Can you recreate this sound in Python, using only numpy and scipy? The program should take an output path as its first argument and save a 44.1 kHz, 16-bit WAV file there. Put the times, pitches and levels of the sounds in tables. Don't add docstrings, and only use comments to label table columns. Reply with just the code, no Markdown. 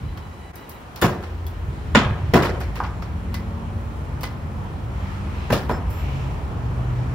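import sys
import numpy as np
from scipy import signal
from scipy.io import wavfile

SR = 44100
rng = np.random.default_rng(int(sys.argv[2]) if len(sys.argv) > 2 else 0)


def transcribe(signal):
    frames = np.atleast_2d(signal).T
    limited = np.clip(frames, -1, 1)
    pcm = np.round(limited * 32767).astype(np.int16)
    wavfile.write(sys.argv[1], SR, pcm)


N = 314874
TIME = np.arange(N) / SR
BAND_EDGES_HZ = 22 * 2 ** np.arange(0, 9.7, .4)

# start_s, strength_db, heft_db, sharpness_db, tab_ring_db, tab_pitch_hz
SNAPS = [(1.0201, -15.5, 3, -7, -22, 1784), (1.038, -17.5, 5, -8, -30.5, 1690),
         (1.9489, -9.5, 0, 5.5, -17.5, 1780), (2.336, -12.5, 2, -21, -37, 1750),
         (2.355, -11.5, -3, -12.5, -30, 1750), (2.4218, -26, -10, 6.5, -35, 1864),
         (5.5016, -23.5, 9.5, -4, -35, 1720), (5.529, -22.5, 3.5, -28, -28, 1780),
         (5.696, -20.5, -0.5, -14, -44, 1750)]
# multiple_of_pitch, level_db, t60_s
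TAB_MODES = [(1, -1.5, 0.031), (1.32, -11, 0.027), (1.609, -5, 0.032), (1.97, -8, 0.042),
             (3.88, -9.5, 0.025)]
# start_s, level_db, pitch_hz
SLAPS = [(1.024, -15, 365), (1.955, -8.5, 496), (1.9718, -10, 225), (5.503, -22, 427), (5.527, -10.5, 600)]
# start_s, level_db
BUMPS = [(1.683, -21), (2.056, -14.5), (2.107, -17), (2.231, -22), (2.292, -17.5)]
# start_s, strength_db, brightness_db_per_octave
TICKS = [(0.5563, -50.5, 2.5), (0.694, -51, 5), (0.959, -41.5, -2), (1.226, -45, -7), (2.4483, -34.5, -7),
         (2.603, -39, -5.5), (2.755, -40, -5.5), (2.836, -43.5, -10), (3.021, -45.5, -8), (4.209, -45, -1),
         (5.693, -41.5, -6)]
# start_s, strength_db, brightness_db_per_octave
SCRAPES = [(1.014, -33, -1), (2.336, -30, -5.5), (2.425, -38.5, -5.5), (5.522, -31.5, -3.5),
           (5.9, -60.5, 5)]
# start_s, strength_db, brightness_db_per_octave, ring_db, ring_pitch_hz
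CLICKS = [(0.1742, -46, -6, -52, 3210), (1.4664, -47, 2, -46.5, 3390), (3.3424, -35, -4, -40, 2017),
          (4.2331, -32, -4.5, -38, 2030)]
# pitch_hz, level_db, t60_s
CLIP_CRACK = [(1120, 2.5, 0.016), (2870, 0, 0.0062), (4470, 7, 0.0059), (13500, 12.5, 0.0064)]
# start_s, level_db
HOLLOW_KNOCKS = [(2.802, -19), (4.175, -39), (5.504, -23.5), (5.694, -24)]
# pitch_hz, level_db, t60_s
HOUSING_MODES = [(830, -1, 0.049), (983, -0.5, 0.045), (1218, 1, 0.027), (1430, -9.5, 0.051),
                 (1555, -3, 0.016)]
# start_s, length_s, level_db, brightness_db_per_octave
SQUEAKS = [(5.695, 0.1, -51.5, -10), (5.873, 0.19, -62, 5.5)]
# pitch_hz, level_db, waver_share_of_pitch
METAL_PARTIALS = [(5255, 0, .004), (7550, -2, .003), (13280, 0, .02)]

# pitch_hz, level_db, t60_s
PANEL_MODES = [(132.7, -6, 0.48), (224.7, 0, 0.24), (359.4, -8.5, 0.57), (466, 0, 0.096), (562, -8, 0.2),
               (832, -12, 0.3), (989, 1.5, 0.16), (1280, -6.5, 0.33), (1434, -8, 0.26), (1620, -11, 0.47),
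               (1820, -9.5, 0.31), (2020, -9, 0.42), (2530, -9, 0.44), (3135, -21, 0.4), (3520, -12, 0.45)]
# frequency_hz, level_db
BLOW_COLOUR = [(40, -33), (70, -1.5), (125, 1), (220, -1), (310, -5), (500, -6.5), (760, -5), (1150, -4.5),
               (2500, -2.5), (3300, -6.5), (4700, -1), (6600, -6.5), (8500, 0.5), (11000, -3.5),
               (14000, 0.5)]
# frequency_hz, t60_s
PANEL_T60 = [(100, 0.11), (400, 0.097), (1500, 0.11), (5000, 0.2), (14000, 0.1)]
# frequency_hz, t60_s
GARAGE_T60 = [(100, 0.34), (500, 0.73), (1500, 0.58), (3000, 0.53), (5000, 0.32), (14000, 0.34)]
# frequency_hz, correlation
BLOW_LIKENESS = [(200, 1), (380, 0.79), (1300, 0.76), (2400, -0.31), (4400, 0.55), (6500, -0.67),
                 (8500, -0.97), (12000, 0.97)]

# middle_s, half_length_s, level_db, swish_centre_hz
SLIDES = [(2.25, 0.46, -52.5, 2000), (5.118, 0.14, -47.5, 1820), (5.416, 0.11, -45.5, 2390),
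          (6.125, 0.18, -45.5, 2500), (7.1, 0.54, -51.5, 1530)]
# frequency_hz, relative_db_per_hz
RUB_COLOUR = [(1100, 1.5), (1700, -0.5), (2800, -5), (4000, -12), (6500, -16.5), (10000, -35)]
# frequency_hz, relative_db_per_hz
RUSTLE_COLOUR = [(7500, 7.5), (10500, -7.5), (13800, -12), (16000, -8)]
# time_s, level_db
TRAFFIC = [(0.0, -27), (0.59, -44), (1.05, -41), (1.17, -38.5), (2.07, -26), (3.74, -30), (6.66, -26.5),
           (7.14, -26.5)]
# frequency_hz, relative_db_per_hz
RUMBLE_COLOUR = [(20, -46), (40, -10), (62, 6), (100, -0.5), (135, -4.5), (170, -10), (260, -19),
                 (450, -24)]
# frequency_hz, relative_db_per_hz
WASH_COLOUR = [(170, -2.5), (300, -5.5), (560, -9.5), (1000, -7), (1600, -20), (3200, -32)]
# frequency_hz, correlation
AIR_LIKENESS = [(110, 0.95), (380, 0.68), (1300, -0.069), (6000, 0.32), (8300, -1.01), (11500, 1)]
# start_s, end_s, first_hz, last_hz, level_db
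ENGINES = [(0.94, 1.78, 85, 84, -33.5), (2.599, 3.85, 178.9, 185.2, -39), (2.8, 4.332, 92.1, 89, -36.5),
           (4.206, 4.72, 224.6, 211, -43.5), (2.99, 4.102, 225, 226.4, -40),
           (4.9, 5.426, 185.6, 210, -39.5), (5.405, 6.406, 81.8, 83, -31.5),
           (6.002, 6.412, 133, 134.8, -30), (6.39, 7.63, 123, 123.4, -27)]
# frequency_hz, level_re_note_db
OVERTONES = [(300, -32), (440, -18.5), (560, -12.5)]
# start_s, length_s
BIRD_NOTES = [(0.03, 0.12), (0.195, 0.092), (0.29, 0.15), (0.406, 0.11), (0.553, 0.116), (0.7, 0.1)]
# time_s, gain_db
LEVEL_DIP = [(.515, 1.5), (.521, -10), (.529, -10), (.536, 2)]

SNAP_ATTACK_S = .0004
MODE_SCATTER_DB = 2.5
RATTLE_DB, RATTLE_PER_S = 2.5, 110
TICK_PIVOT_HZ = 4020
FLOOR_ECHO_S, FLOOR_ECHO_DB = .00546, -17.5
GRIP_DB, RUSTLE_DB = -51, -63
RUSTLE_FOLLOWS = 0.4
WASH_DB, WASH_RISE_DB_PER_S = -44, 0.9731
BIRD_DB = -62
CUTOFF_HZ = 15700


def from_db(db):
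    return 10 ** (np.asarray(db) / 20)


def rms_one(x):
    return x / np.sqrt(np.mean(x ** 2) + 1e-20)


def in_time(rows):
    s, *columns = np.transpose(rows)
    return [np.interp(TIME, s, column) for column in columns]


def at_hz(points, hz):
    f, value = np.transpose(points)
    return np.interp(np.log(hz), np.log(f), value)


def dying(t, t60):
    return np.exp(-np.log(1000) * t / t60)


def add(track, s, sound):
    start = max(round(s * SR), 0)
    track[..., start:start + sound.shape[-1]] += sound[..., :N - start]


def drift(rate):
    knots = rng.standard_normal(size=4096)
    return np.interp(TIME * rate, np.arange(len(knots)), knots)


def ring(force, hz, t60):
    r, w = dying(1 / SR, t60), 2 * np.pi * hz / SR
    return signal.lfilter([0, np.sin(w)], [1, -2 * r * np.cos(w), r * r], force + 1e-18)


def tap(tail_db=-31.0, tail_t60=0.4):
    force = from_db(tail_db) * rng.standard_normal(SR) * dying(TIME[:SR], tail_t60)
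    force[0] = 1
    return force


def noise_bands(likeness):
    white = rng.standard_normal((2, 2, N))
    for k, (low, high) in enumerate(zip(BAND_EDGES_HZ, BAND_EDGES_HZ[1:])):
        band = signal.butter(2, [low, high], "band", fs=SR, output="sos")
        mid, side = signal.sosfilt(band, white[k % 2])
        hz = np.sqrt(low * high)
        alike = np.clip(at_hz(likeness, hz), -.99, .99)
        stereo = np.sqrt(1 + alike) * mid + np.sqrt(1 - alike) * side * [[1], [-1]]
        yield hz, rms_one(stereo)


def snap_level(snap, hz, crack_db=-9.0, edge_db=-5.0, fizz_db=-47.5,
               hollow_db=0.03, hollow_per_sharpness=0.31):
    s, strength, heft, sharpness, *_ = snap
    hollow = hollow_db - hollow_per_sharpness * sharpness
    spectrum = [
        (160, strength + heft),
        (470, strength + hollow),
        (1350, strength - hollow),
        (1900, strength - hollow + edge_db),
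        (3000, strength + sharpness + crack_db),
        (12000, fizz_db),
    ]
    return at_hz(spectrum, hz)


def tick_level(tick, hz, lowest_hz=1400, rolloff_db=2.0):
    s, strength, brightness = tick
    tilt = brightness * np.log2(max(hz, lowest_hz) / TICK_PIVOT_HZ)
    return strength + tilt - rolloff_db * max(np.log2(lowest_hz / hz), 0)


def blow_power(hz, level_db, damping, room_db, build_s=SNAP_ATTACK_S, swell_cycles=2.1, room_onset_s=0.014):
    t = TIME[:SR * 3 // 4]
    swell = 1 - np.exp(-t / (build_s + swell_cycles / hz))
    panel = dying(t, at_hz(PANEL_T60, hz) / damping)
    room = from_db(room_db) * (1 - np.exp(-t / room_onset_s)) * dying(t, at_hz(GARAGE_T60, hz))
    return (from_db(level_db) * swell) ** 2 * (panel ** 2 + room ** 2)


def clatter(snap_db=-3.5, tick_db=-4.0, click_db=-4.0):
    out = np.zeros((2, N))
    chatter = from_db(2.2 * drift(500))
    for hz, modes in noise_bands(BLOW_LIKENESS):
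        power = np.zeros(N)
        for snap in SNAPS:
            level = snap_level(snap, hz) + snap_db
            add(power, snap[0], blow_power(hz, level, damping=0.71, room_db=-9.5))
        if hz > 500:
            for tick in TICKS:
                level = tick_level(tick, hz) + tick_db
                add(power, tick[0], blow_power(hz, level, damping=0.93, room_db=-9.0))
            for *click, _, _ in CLICKS:
                level = tick_level(click, hz) + click_db
                add(power, click[0], blow_power(hz, level, damping=1.17, room_db=-13.5))
            for scrape in SCRAPES:
                level = tick_level(scrape, hz)
                add(power, scrape[0], blow_power(hz, level, damping=0.68, room_db=-8.0, build_s=0.001))
            modes = modes * chatter * from_db(RATTLE_DB * drift(RATTLE_PER_S))
        out += from_db(at_hz(BLOW_COLOUR, hz)) * np.sqrt(power) * modes
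    return out


def cracks(snap_db=-11.5, fizz_db=13.0):
    snaps, ticks = np.zeros((2, N))
    for snap in SNAPS:
        add(snaps, snap[0], from_db([snap_level(snap, 1600) + snap_db]))
    for tick in TICKS:
        add(ticks, tick[0], from_db([tick_level(tick, 15000) + fizz_db]))
    knock = ring(snaps, 1200, 0.023) - ring(snaps, 2470, 0.0084) + 1.9 * ring(snaps, 575, 0.052)
    return knock + ring(ticks, 13200, 0.004)


def tabs():
    out = np.zeros((2, N))
    for s, *_, level_db, hz in SNAPS:
        force = from_db(level_db) * np.array([tap(tail_db=-22.5, tail_t60=0.23) for side in range(2)])
        twang = sum(from_db(mode_db) * ring(force, hz * multiple, t60) for multiple, mode_db, t60 in TAB_MODES)
        add(out, s, twang)
    return out


def panel_modes(ring_db=-9.0):
    out = np.zeros((2, N))
    for hz, mode_db, t60 in PANEL_MODES:
        strikes = np.zeros(N)
        for snap, luck in zip(SNAPS, rng.standard_normal((len(SNAPS), 2))):
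            level = snap_level(snap, hz) + mode_db + ring_db + MODE_SCATTER_DB * luck[1]
            add(strikes, snap[0], np.sign(luck[:1]) * from_db(level))
        balance_db = 2 * rng.standard_normal() * np.array([[1], [-1]])
        out += ring(strikes, hz, t60) * from_db(balance_db)
    return out


def slaps(swell_cycles=1.0):
    out = np.zeros(N)
    for s, level_db, hz in SLAPS:
        cycles = hz * TIME[:SR // 10]
        age = cycles / swell_cycles
        add(out, s, from_db(level_db) * age * np.exp(1 - age) * np.sin(2 * np.pi * cycles))
    return out


def bumps(t60=0.095):
    pushes = np.zeros(N)
    for s, level_db in BUMPS:
        add(pushes, s, from_db([level_db]))
    return ring(pushes, 67, t60) - ring(pushes, 130, t60)


def hollow_knocks():
    force = np.zeros(N)
    for s, level_db in HOLLOW_KNOCKS:
        add(force, s, from_db(level_db) * tap())
    out = np.zeros(N)
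    for k, (hz, level_db, t60) in enumerate(HOUSING_MODES):
        out += (-1) ** k * from_db(level_db) * ring(force, hz, t60)
    return out


def clicks(ring_cycles=490.0):
    out, force = np.zeros(N), signal.unit_impulse(SR)
    for *click, ring_db, ring_hz in CLICKS:
        crack = sum(from_db(tick_level(click, hz) + mode_db) * ring(force, hz, t60)
                    for hz, mode_db, t60 in CLIP_CRACK)
        thin_ring = from_db(ring_db) * ring(force, ring_hz, ring_cycles / ring_hz)
        add(out, click[0], crack + thin_ring)
    return out


def squeaks(rough_db=1.0):
    out = np.zeros(N)
    for hz, partial_db, waver in METAL_PARTIALS:
        phase = 2 * np.pi * np.cumsum(hz * (1 + waver * drift(300))) / SR
        tone = np.sin(phase) * from_db(rough_db * drift(110))
        for start, length, level_db, brightness in SQUEAKS:
            along = np.clip((TIME - start) / length, 0, 1)
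            tilt_db = brightness * np.log2(hz / METAL_PARTIALS[0][0])
            out += from_db(level_db + partial_db + tilt_db) * np.sin(np.pi * along) * tone
    return out


def floor_echo(x):
    late = np.array([np.interp(TIME - FLOOR_ECHO_S, TIME, side, left=0) for side in x])
    return x + from_db(FLOOR_ECHO_DB) * late


def swishes(swish_db=-4.5, width=0.38):
    out = np.zeros((2, N))
    for s, half_s, level_db, hz in SLIDES:
        edges = [hz / (1 + width / 2), hz * (1 + width / 2)]
        band = signal.butter(2, edges, "band", fs=SR, output="sos")
        friction = rms_one(signal.sosfilt(band, rng.standard_normal((2, N))))
        swell = np.exp(-.5 * ((TIME - s) / half_s) ** 2)
        out += from_db(level_db + swish_db) * swell * friction
    return out


def rubbing_db():
    slides = sum(from_db(level_db) ** 2 * np.exp(-((TIME - s) / half_s) ** 2)
                 for s, half_s, level_db, _ in SLIDES)
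    return 10 * np.log10(from_db(GRIP_DB) ** 2 + slides)


def background(rumble_db=-0.9, flicker_db=1.17, grain_db=0.5):
    rumble, = in_time(TRAFFIC)
    wash = WASH_DB + WASH_RISE_DB_PER_S * TIME
    rub, grain = rubbing_db(), grain_db * drift(160)
    rustle = RUSTLE_DB + RUSTLE_FOLLOWS * (rub - GRIP_DB)
    powers = from_db([rumble + rumble_db, wash, rub + grain, rustle + grain]) ** 2

    centres = np.sqrt(BAND_EDGES_HZ[1:] * BAND_EDGES_HZ[:-1])
    shares = []
    for colour in (RUMBLE_COLOUR, WASH_COLOUR, RUB_COLOUR, RUSTLE_COLOUR):
        inside = (centres > colour[0][0]) * (centres < colour[-1][0])
        shares.append(from_db(at_hz(colour, centres)) ** 2 * centres * inside)
    shares = np.array(shares)
    shares = shares / shares.sum(axis=1, keepdims=True)

    out = np.zeros((2, N))
    for share, (hz, noise) in zip(shares.T, noise_bands(AIR_LIKENESS)):
        out += np.sqrt(share @ powers) * from_db(flicker_db * drift(9)) * noise
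    return out


def engines(waver=0.00393, fading_db=0.5):
    out = np.zeros(N)
    for start, end, first_hz, last_hz, level_db in ENGINES:
        along = np.clip((TIME - start) / (end - start), 0, 1)
        hz = first_hz + (last_hz - first_hz) * along
        phase = 2 * np.pi * np.cumsum(hz * (1 + waver * drift(12))) / SR
        overtones = sum(from_db(at_hz(OVERTONES, k * first_hz)) * np.sin(k * phase) for k in (2, 2.5))
        level = from_db(level_db + fading_db * drift(9.8)) * np.sqrt(2)
        out += np.sin(np.pi * along) * level * (np.sin(phase) + overtones)
    return out


def bird(top_hz=1008, sag_hz_per_s=45, rise=0.0806, crest=.58):
    out = np.zeros(N)
    for start, length in BIRD_NOTES:
        along = np.linspace(0, 1, int(length * SR))
        hz = (top_hz - sag_hz_per_s * start) * (1 - 2 * rise * (along - crest) ** 2)
        phase = 2 * np.pi * np.cumsum(hz) / SR
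        note = 1.3 * np.sin(2 * phase) + np.sin(3 * phase) + 0.9 * np.sin(4 * phase)
        swell = 2 * np.sqrt(along * (1 - along))
        add(out, start, from_db(BIRD_DB) * swell * note)
    return out * from_db(3.5 * drift(140))


def scene():
    blows = floor_echo(clatter() + cracks() + clicks())
    bumper = blows + tabs() + panel_modes() + slaps() + bumps() + hollow_knocks() + squeaks()
    street = engines() + bird()
    return bumper + swishes() + background() + street


def record(dry):
    clipped = np.clip(dry * from_db(in_time(LEVEL_DIP)[0]), -.97, .97)
    low_pass = signal.ellip(10, .1, 80, CUTOFF_HZ, fs=SR, output="sos")
    return signal.sosfilt(low_pass, clipped)


dry = scene()
out = record(dry)
transcribe(out)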